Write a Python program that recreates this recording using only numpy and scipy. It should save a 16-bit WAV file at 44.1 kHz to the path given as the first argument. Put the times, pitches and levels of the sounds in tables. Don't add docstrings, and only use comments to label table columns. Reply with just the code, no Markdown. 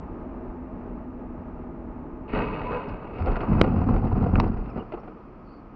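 import sys
import numpy as np
from scipy import signal
from scipy.fft import rfft, irfft
from scipy.io import wavfile
from scipy.ndimage import uniform_filter1d, map_coordinates

SR = 44100
rng = np.random.default_rng(int(sys.argv[2]) if len(sys.argv) > 2 else 0)


def master(y):
    cut = np.clip(np.atleast_2d(y).T, -1, 1)
    pcm = np.round(cut * 32767)
    wavfile.write(sys.argv[1], SR, pcm.astype(np.int16))


N = 253707
TIME = np.arange(N) / SR

# t/s, hold/s, thrum level/dB, panel level/dB, grinding level/dB
SCRAPES = [(2.275, 0.042, -44.5, -43, -48), (2.324, 0.061, -27.5, -28.5, -37.5),
           (2.50, 0.2, -36, -37.5, -45.5), (2.70, 0.011, -38.5, -31.5, -43), (2.865, 0.026, -35, -41, -54),
           (3.0, 0.083, -46, -43.5, -57.5), (3.125, 0.05, -44, -44, -52), (3.27, 0.37, -45, -37.5, -51.5)]
SCRAPE_ATTACK_S, SCRAPE_RELEASE_DB_PER_S = 0.016, 71.5
# f/Hz, width/Hz, level/dB
ROOF_MODES = [(417, 14.8, 4), (504, 82, -3), (654, 160, -7), (921, 96, -6), (1014, 23, -3), (1191, 81, -7),
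              (1528, 210, -15)]
# f/Hz, width/Hz, level/dB
EDGE_MODES = [(1870, 110, -7.5), (2250, 130, -8), (2558, 30, 0), (2798, 156, -11.5), (4500, 220, -21)]
# t/s, length/s, f/Hz, pitch jitter/share, level/dB
SQUEAKS = [(2.585, .05, 895, .015, -43), (2.64, .08, 1000, .016, -36), (2.708, .075, 490, .012, -31.5),
           (2.745, .065, 1005, .02, -39), (2.84, .045, 415, .015, -38), (4.68, .05, 2650, .05, -61.5),
           (4.698, .016, 5200, .03, -71), (4.79, .03, 2800, .05, -55.5), (4.992, .02, 5350, .015, -78),
           (5.45, .16, 4480, .035, -72.5)]

# t/s, level/dB
SHAKE = [(3.15, -34), (3.218, -23.5), (3.442, -30.5), (3.504, -14), (4.48, -19), (4.734, -30.5),
         (4.778, -27), (4.9, -70)]
SHAKE_HEAVE_DB, SHAKE_BOOM_DB, SHAKE_PANEL_DB, SHAKE_TRIM_DB = -16.5, -9.5, -33.5, -50.5
RATTLE_FOLLOWS = 0.35
# t/s, hold/s, suspension heave level/dB, body boom level/dB, rattle level/dB
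JOLTS = [(3.193, 0.057, -40, -43.5, -38), (3.267, 0.033, -13.5, -29, -32.5), (3.395, 0.018, -46, -34, -32),
         (3.492, 0.083, -23, -22, -34.5), (3.590, 0.009, -20.5, -27, -27.5),
         (3.666, 0.1, -35.5, -29, -41.5), (3.753, 0.031, -32.5, -25, -32.5),
         (3.867, 0.041, -27.5, -22.5, -30.5), (3.933, 0.022, -18.5, -32, -37),
         (4.032, 0.012, -17.5, -35, -36), (4.116, 0.019, -27.5, -24, -39.5),
         (4.16, 0.019, -19.5, -27.5, -36.5), (4.198, 0.029, -29, -24, -32.5), (4.252, 0.029, -27, -33, -36),
         (4.332, 0.075, -15, -24.5, -29.5), (4.411, 0.033, -35.5, -26.5, -37),
         (4.528, 0.024, -16.5, -37, -50), (4.753, 0.012, -33, -34.5, -37)]
JOLT_ATTACK_S, JOLT_RELEASE_DB_PER_S, HEAVE_RELEASE_DB_PER_S = 0.013, 187, 117.5
TRIM_UNDER_PANEL_DB = -20
# f/Hz, width/Hz, level/dB
BODY_MODES = [(78.8, 25, -1), (132, 24, -4), (176.3, 21, -3), (231, 50, -3), (289, 98, -12)]
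# f/Hz, width/Hz, level/dB
PANEL_MODES = [(312, 123, 3.5), (443, 100, 4), (521.5, 48, 0.5), (673, 51, -1), (744, 36, 1.5),
               (872, 132, -2.5), (1010, 184, -5), (1274, 202, -8.5)]
# f/Hz, width/Hz, level/dB
TRIM_MODES = [(1405, 91, 10.5), (2050, 330, 0.5), (2395, 510, 0.5), (2730, 570, -2), (4360, 230, -6.5),
              (5380, 400, -24)]

# t/s, peak level/dB
THUDS = [(3.483, -19), (3.511, -11), (3.597, -27), (3.668, -24), (3.714, -20.5), (3.868, -14),
         (3.899, -14.5), (3.955, -16), (4.040, -13.5), (4.128, -15.5), (4.172, -17.5), (4.217, -18.5),
         (4.261, -16.5), (4.289, -28), (4.329, -12), (4.376, -12.5), (4.433, -18), (4.493, -21)]
# f/Hz, width/Hz, level/dB
AIR_MODES = [(84, 5.2, 0)]
# t/s, peak level/dB
BOOMS = [(3.203, -19), (3.28, -27.5), (3.754, -23), (4.029, -20), (4.203, -21.5), (4.452, -20.5)]
# f/Hz, width/Hz, level/dB
SPRING_MODES = [(30.8, 23, 3.5), (52, 22, 0.5)]
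# t/s, peak level/dB
BOTTOMINGS = [(3.586, -18), (3.919, -17), (4.375, -18.5)]

# t/s, panel level/dB, trim level/dB, tick level/dB, buzz decay/s
KNOCKS = [(2.884, -28, -38, -22, 0.014), (3.186, -22.5, -34, -26, 0.018), (3.221, -23, -27, -24, 0.0055),
          (3.259, -8, -23.5, -17, 0.0032), (3.2678, -16, -25.5, -38, 0.011),
          (3.279, -11.5, -29, -36, 0.0088), (3.289, -14, -40, -38, .006), (3.306, -20, -28, -29, .005),
          (3.317, -21.5, -24, -21, .005), (3.356, -30, -20, -21, .006), (3.3645, -13, -17.5, -24, 0.0048),
          (3.4041, -29, -19.5, -25, 0.01), (3.526, -23, -24.5, -32, 0.0033), (3.546, -15, -33, -28, 0.0047),
          (3.593, -20, -30, -14, .004), (3.635, -22, -32, -19, .004), (3.6395, -6.5, -18.5, -17, 0.0068),
          (3.664, -22, -31.5, -34, .0047), (3.675, -11, -29, -30, 0.0037), (3.739, -16.5, -37, -32, 0.0044),
          (3.788, -17, -30, -33, 0.0035), (3.815, -16, -32, -38, 0.0074), (3.867, -21, -39, -34, 0.0052),
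          (3.888, -9, -30, -35, 0.0048), (3.909, -13, -35, -32, 0.0038), (3.962, -15, -26, -30, 0.0071),
          (3.978, -22, -28, -29, .004), (4.0225, -17, -49, -42, 0.0096), (4.05, -13, -34, -24, 0.0067),
          (4.1148, -12, -41, -34, 0.0061), (4.125, -17, -33, -26, 0.0059), (4.159, -15, -37, -39, 0.0069),
          (4.209, -17.5, -36, -32, 0.0046), (4.225, -20, -31.5, -26, 0.0037),
          (4.243, -13, -28.5, -29, 0.0023), (4.2605, -8.5, -42, -34, 0.0045),
          (4.279, -18, -38, -36, 0.0036), (4.342, -17, -39.5, -26, .004),
          (4.4405, -10.5, -24.5, -31, 0.0036), (4.477, -26, -41, -21, .005),
          (4.657, -25.5, -32.5, -39, .008), (4.779, -21.5, -35.5, -43, 0.017),
          (4.9195, -27, -30.5, -34, 0.014), (4.938, -18, -29.5, -46, 0.009), (4.971, -24, -43, -47, 0.018),
          (5.032, -29.5, -41.5, -46, 0.016), (5.075, -26, -37, -46, 0.012)]
KNOCK_MIX_DB, KNOCK_DETUNE = 8.5, .16
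# f/Hz, width/Hz, level/dB
HOLLOW_MODES = [(380, 25, 5), (645, 14, -16), (790, 47, -12), (1010, 100, -13.5), (1460, 61, -19),
                (2620, 140, -33)]
# t/s, peak level/dB, pitch factor
CLUNKS = [(4.761, -24.5, 0.58), (4.777, -25.5, 0.63), (4.806, -27, 1.2), (4.922, -29.5, 1.62),
          (4.9365, -23.5, 0.93)]

# t/s, low ring f/Hz, low ring level/dB, high ring level/dB, tick level/dB
MOUNT_BANGS = [(4.3555, 1360, -9, -15.5, -47.5), (4.3997, 936, -1.5, -13, -22)]
BANG_BOUNCE_DB, BANG_TAIL_DB, BANG_TAIL_S = -4, -29, 0.0055
# t/s, length/s, height, rebound height, rebound decay/s
SLAM = (3.6139, .00113, .92, .36, .0007)

# t/s, level/dB
DRIVE = [(0, -37.5), (.9, -38), (1.7, -39), (2.3, -38.5), (3.1, -41.5), (4.6, -43.5), (5.05, -43.5),
         (5.3, -45.5), (5.75, -45.5)]
# f/Hz, level per Hz/dB
ROAD_FAST = [(40, -14.5), (78, 0.5), (105, -8), (150, -6.5), (190, -2.5), (290, -6), (400, -7.5),
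             (520, -13), (750, -14.5), (1050, -17.5), (1700, -30.5), (2700, -39.5), (3300, -54),
             (6000, -62.5), (9000, -98)]
# f/Hz, level per Hz/dB
ROAD_SLOW = [(41, -55), (70, -2.5), (156, 1.5), (226, 4), (426, -2), (459, -0.5), (523, -6.5), (1040, -10),
             (1260, -17.5), (1690, -25), (1890, -25.5), (2550, -26.5), (3700, -47), (4450, -42),
             (6000, -52), (7800, -92.5), (13200, -120)]
# f/Hz, width/Hz, level/dB
CABIN_MODES = [(239.1, 12, -4.5), (256.2, 7, 2), (282, 13, -6.5), (337, 15, -5.5), (631, 14, -10),
               (860, 22, -13.5), (1236, 40, -19.5), (2660, 120, -47)]
RUMBLE_DB, RUMBLE_SWELL_DB = -5.5, 2.5
# multiple of the firing rate, rms level/dB before lift-off
ENGINE = [(1, -54.5), (3, -57.5), (4, -46)]
FIRING_HZ, LIFT_OFF_S, ENGINE_FADE_DB_PER_S = 60.37, 2, 27

MIC_LIMIT, CUTOFF_HZ = .85, 8300


def tearing_roof():
    thrum_gain, panel_gain, edge_gain = bursts(SCRAPES, SCRAPE_ATTACK_S, SCRAPE_RELEASE_DB_PER_S)
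    slips = contacts(per_s=1400, spread_db=-3.0)
    thrum = even(cut(contacts(per_s=550, spread_db=1.0), [68, 310], "band", order=3), 0.052)

    panel = waver(resonate(slips, ROOF_MODES), 0.022, 5.2, 35)
    panel = even(cut(cut(panel, 1800, "low", order=4), 240, "high"), 0.029)

    edge = waver(resonate(slips, EDGE_MODES), 0.0022, 27, 90)
    edge = even(cut(cut(edge, 3100, "low", order=5), 2200, "high"), 0.093)

    hiss = cut(contacts(per_s=1200, spread_db=-0.5), [3400, 4600], "band")
    hiss = even(cut(hiss, 5060, "low", order=8), 0.047)

    unevenness = rms_one(cut(rng.standard_normal(N), [25, 110], "band"))
    catching = from_db(2.0 * np.clip(unevenness, -2, 2))
    grinding = edge_gain * catching * (from_db(-2.5) * edge + from_db(-24.0) * hiss)
    return from_db(-1.0) * thrum_gain * thrum + from_db(0.05) * panel_gain * panel + grinding


def squeaks():
    out = np.zeros(N)
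    age = np.arange(SR // 4) / SR
    for s, length, hz, jitter, db in SQUEAKS:
        swell = np.sqrt(np.abs(np.sin(np.pi * np.clip(age / length, 0, 1))))
        unrest = rms_one(cut(rng.standard_normal(len(age)), 0.04 * hz, "low"))
        phase = 2 * np.pi * np.cumsum(hz * (1 + jitter * unrest)) / SR
        start = round(s * SR)
        out[start:start + len(age)] += from_db(db) * swell * np.sqrt(2) * np.sin(phase)
    return out


def jolting():
    shake = shaking()
    _, jolt, rattle = bursts(JOLTS, JOLT_ATTACK_S, JOLT_RELEASE_DB_PER_S)
    rattle_shake = shake ** RATTLE_FOLLOWS
    boom_gain = np.hypot(jolt, from_db(SHAKE_BOOM_DB) * shake)
    panel_gain = np.hypot(rattle, from_db(SHAKE_PANEL_DB) * rattle_shake)
    trim_gain = np.hypot(from_db(TRIM_UNDER_PANEL_DB) * rattle, from_db(SHAKE_TRIM_DB) * rattle_shake)
    lumps = np.clip(rms_one(cut(rng.standard_normal(N), [8, 30], "band")), -2, 2)

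    boom = cut(resonate(contacts(per_s=250, spread_db=-3.0), BODY_MODES), 390, "low", order=3)
    boom = even(cut(boom, 73.0, "high", order=4), 0.032)

    shudder = cut(resonate(contacts(per_s=800, spread_db=3.5), PANEL_MODES), 1700, "low", order=4)
    shudder = even(cut(shudder, 270, "high"), 0.036)

    ticks = contacts(per_s=1400, spread_db=3.0)
    chatter = even(cut(resonate(ticks, TRIM_MODES), 2950, "low", order=6), 0.069)
    sizzle = even(cut(cut(ticks, [4000, 5400], "band"), 5000, "low", order=8), 0.052)
    trim = trim_gain * (from_db(1.0) * chatter + from_db(-21) * sizzle)

    rattling = from_db(2.1 * lumps) * (from_db(-0.5) * panel_gain * shudder + trim)
    return from_db(-1.5) * boom_gain * boom + rattling


def thuds():
    body = struck([(s, db, 1) for s, db in THUDS], BODY_MODES, contact_s=0.0022, spread_db=2.5)
    air = struck([(s, db, 1) for s, db in BOOMS], AIR_MODES, contact_s=0.011, spread_db=0)
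    springs = struck([(s, db, 1) for s, db in BOTTOMINGS], SPRING_MODES, contact_s=0.019, spread_db=0.0)
    return body + air + springs


def knocks(bounce_db=-13, strike=0.33):
    panels, force, bright, ticks = np.zeros((4, N))
    age = np.arange(SR // 8) / SR
    for s, panel_db, trim_db, tick_db, decay in KNOCKS:
        blow = from_db(bounce_db) * rng.standard_normal(len(age)) * np.exp(-age / decay)
        blow[0] = strike
        pitch = 1 + KNOCK_DETUNE * (rng.random() - .5)
        modes = [(hz * pitch, width, db + KNOCK_MIX_DB * (rng.random() - .5))
                 for hz, width, db in PANEL_MODES]
        start = round(s * SR)
        span = slice(start, start + len(age))
        panels[span] += from_db(panel_db) * resonate(blow, modes)
        force[span] += from_db(panel_db) * blow
        bright[span] += from_db(trim_db) * blow
        ticks[span] += from_db(tick_db) * blow
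    ring = from_db(17.0) * cut(panels, 900, "low", order=3)
    crack = from_db(13) * cut(cut(force, [450, 1000], "band"), 1300, "low", order=4)
    trim = from_db(10.5) * cut(resonate(bright, TRIM_MODES), 3200, "low", order=5)
    tick = from_db(-17.5) * cut(ticks, [3700, 5300], "band", order=4)
    return ring + crack + trim + tick


def clunks():
    return struck(CLUNKS, HOLLOW_MODES, contact_s=0.001, spread_db=-0.5)


def mount_bangs():
    out = np.zeros(N)
    for s, low_hz, low_db, high_db, tick_db in MOUNT_BANGS:
        tail = (TIME > s) * np.exp(-np.abs(TIME - s) / BANG_TAIL_S)
        blow = from_db(BANG_TAIL_DB) * rng.standard_normal(N) * tail
        blow[round(s * SR)] = 1
        blow[round((s + 1 / low_hz) * SR)] = from_db(BANG_BOUNCE_DB)
        out += cut(resonate(blow, [(low_hz, 360, low_db)]), 1600, "low", order=4)
        out += cut(resonate(blow, [(2460, 480, high_db)]), 2850, "low", order=10)
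        out += resonate(blow, [(4030, 610, tick_db), (5600, 750, tick_db - 9.0)])
    return from_db(19.5) * cut(-out, 5900, "low", order=14)


def slam(release_s=.000045):
    s, length, height, rebound, decay = SLAM
    released = np.clip((TIME - s - length) / release_s, 0, 1)
    push = height * np.clip((TIME - s) * SR, 0, 1) * (1 - released)
    recoil = rebound * released * np.exp(-np.abs(TIME - s - length) / decay)
    pinned = push - recoil
    swing = cut(pinned, 60, "high", order=1)
    return cut(swing, 4140, "low", order=5) + resonate(pinned, [(8100, 240, -13.0)])


def suspension(scrape_db=-5):
    sway = resonate(rng.standard_normal(N), [(27.1, 19.0, -0.23), (50.5, 17, -2.3)])
    sway = cut(cut(sway, 85, "low", order=4), 27, "high")
    swell = rms_one(cut(rng.standard_normal(N), [2, 8], "band"))
    rolling = from_db(curve(DRIVE) + RUMBLE_DB + RUMBLE_SWELL_DB * swell)
    heave = from_db(-9.0) * bursts(JOLTS, JOLT_ATTACK_S, HEAVE_RELEASE_DB_PER_S)[0]
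    scrape = from_db(scrape_db) * bursts(SCRAPES, SCRAPE_ATTACK_S, SCRAPE_RELEASE_DB_PER_S)[0]
    shaken = from_db(SHAKE_HEAVE_DB) * shaking()
    gain = np.linalg.norm([rolling, heave, scrape, shaken], axis=0)
    return gain * even(sway, 0.16)


def road():
    slow = np.clip((TIME - 3.0) / 2.0, 0, 1)
    drone = cut(resonate(rng.standard_normal(N), CABIN_MODES), 210, "high", order=4)
    drone = rms_one(cut(drone, 1900, "low", order=4))
    fast = from_db(-2.0) * coloured_noise(ROAD_FAST) + from_db(-5.0) * drone
    tread = cut(resonate(rng.standard_normal(N), [(1239, 86, 0)]), 1500, "low", order=4)
    slow_roar = coloured_noise(ROAD_SLOW) + from_db(-12.5) * rms_one(tread)
    roar = np.sqrt(1 - slow) * even(fast, 0.14) + np.sqrt(slow) * slow_roar
    return from_db(curve(DRIVE)) * roar


def engine(wander=0.0023):
    drift = rms_one(cut(rng.standard_normal(N), [.5, 3], "band"))
    speed = 1 + wander * np.clip(drift, -2, 2)
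    phase = 2 * np.pi * np.cumsum(FIRING_HZ * speed) / SR
    hum = np.zeros(N)
    for multiple, db in ENGINE:
        hum += np.sqrt(2) * from_db(db) * np.sin(round(multiple) * phase + rng.uniform(0, 2 * np.pi))
    return hum * from_db(-ENGINE_FADE_DB_PER_S * np.maximum(TIME - LIFT_OFF_S, 0))


def shaking(fade_db_per_s=300):
    outside = np.abs(TIME - np.clip(TIME, SHAKE[0][0], SHAKE[-1][0]))
    return from_db(curve(SHAKE) - fade_db_per_s * outside)


def struck(hits, modes, contact_s, spread_db):
    out = np.zeros(N + SR)
    age = np.arange(SR // 4) / SR
    push = np.sin(np.pi * np.clip(age / contact_s, 0, 1)) ** 2
    mixes = spread_db * rng.standard_normal((len(hits), len(modes)))
    for (s, db, pitch), mix in zip(hits, mixes):
        own_modes = [(hz * pitch, width, level + m) for (hz, width, level), m in zip(modes, mix)]
        ring = resonate(push, own_modes)
        start = round(s * SR)
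        out[start:start + len(age)] += from_db(db) * ring / np.abs(ring).max()
    return out[:N]


def waver(x, depth, slow_hz, fast_hz):
    bend = depth * rms_one(cut(rng.standard_normal(N), [slow_hz, fast_hz], "band"))
    return map_coordinates(x, [np.arange(N) + np.cumsum(bend)], order=3, mode="mirror")


def contacts(per_s, spread_db):
    sizes = from_db(spread_db * np.minimum(rng.exponential(1, N), 4)) * rng.choice([-1, 1], N)
    return sizes * (rng.random(N) < per_s / SR)


def resonate(x, modes):
    out = np.zeros(len(x))
    for k, (hz, width, db) in enumerate(modes):
        r = np.exp(-np.pi * width / SR)
        poles = [1, -2 * r * np.cos(2 * np.pi * hz / SR), r * r]
        gain = (-1) ** k * from_db(db) * (1 - r * r) / 2
        out += gain * signal.lfilter([1, 0, -1], poles, x + 1e-18)
    return out


def coloured_noise(spectrum):
    hz, db = np.transpose(spectrum)
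    grid = np.maximum(np.fft.rfftfreq(N, 1 / SR), 1)
    gain = from_db(np.interp(np.log(grid), np.log(hz), db))
    return rms_one(irfft(rfft(rng.standard_normal(N)) * gain, N))


def bursts(rows, attack_s, release_db_per_s):
    power = 0
    for s, hold, *db in rows:
        rise = np.clip((TIME - s) / attack_s, 0, 1)
        fall = from_db(-release_db_per_s * np.clip(TIME - s - attack_s - hold, 0, 2))
        power = power + np.outer(from_db(db), rise * fall) ** 2
    return np.sqrt(power)


def curve(rows):
    return np.interp(TIME, *np.transpose(rows))


def even(x, window_s):
    power = uniform_filter1d(x ** 2, max(int(window_s * SR), 2))
    return x / np.sqrt(np.abs(power) + 1e-12)


def cut(x, hz, kind, order=2):
    return signal.sosfilt(signal.butter(order, hz, kind, fs=SR, output="sos"), x + 1e-18)


def rms_one(x):
    return x / np.sqrt(np.mean(x ** 2) + 1e-20)


def from_db(db):
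    return 10 ** (np.asarray(db) / 20)


def scene():
    friction = tearing_roof() + squeaks()
    rough_road = jolting() + thuds() + knocks() + clunks() + mount_bangs() + slam()
    drive = suspension() + road() + engine()
    return (friction + rough_road + drive)[None]


def record(dry):
    hiss = from_db(-91.0) * rng.standard_normal(dry.shape)
    limited = np.clip(dry + hiss, -MIC_LIMIT, MIC_LIMIT)
    return cut(limited, CUTOFF_HZ, "low", order=20)


dry = scene()
out = record(dry)
master(out)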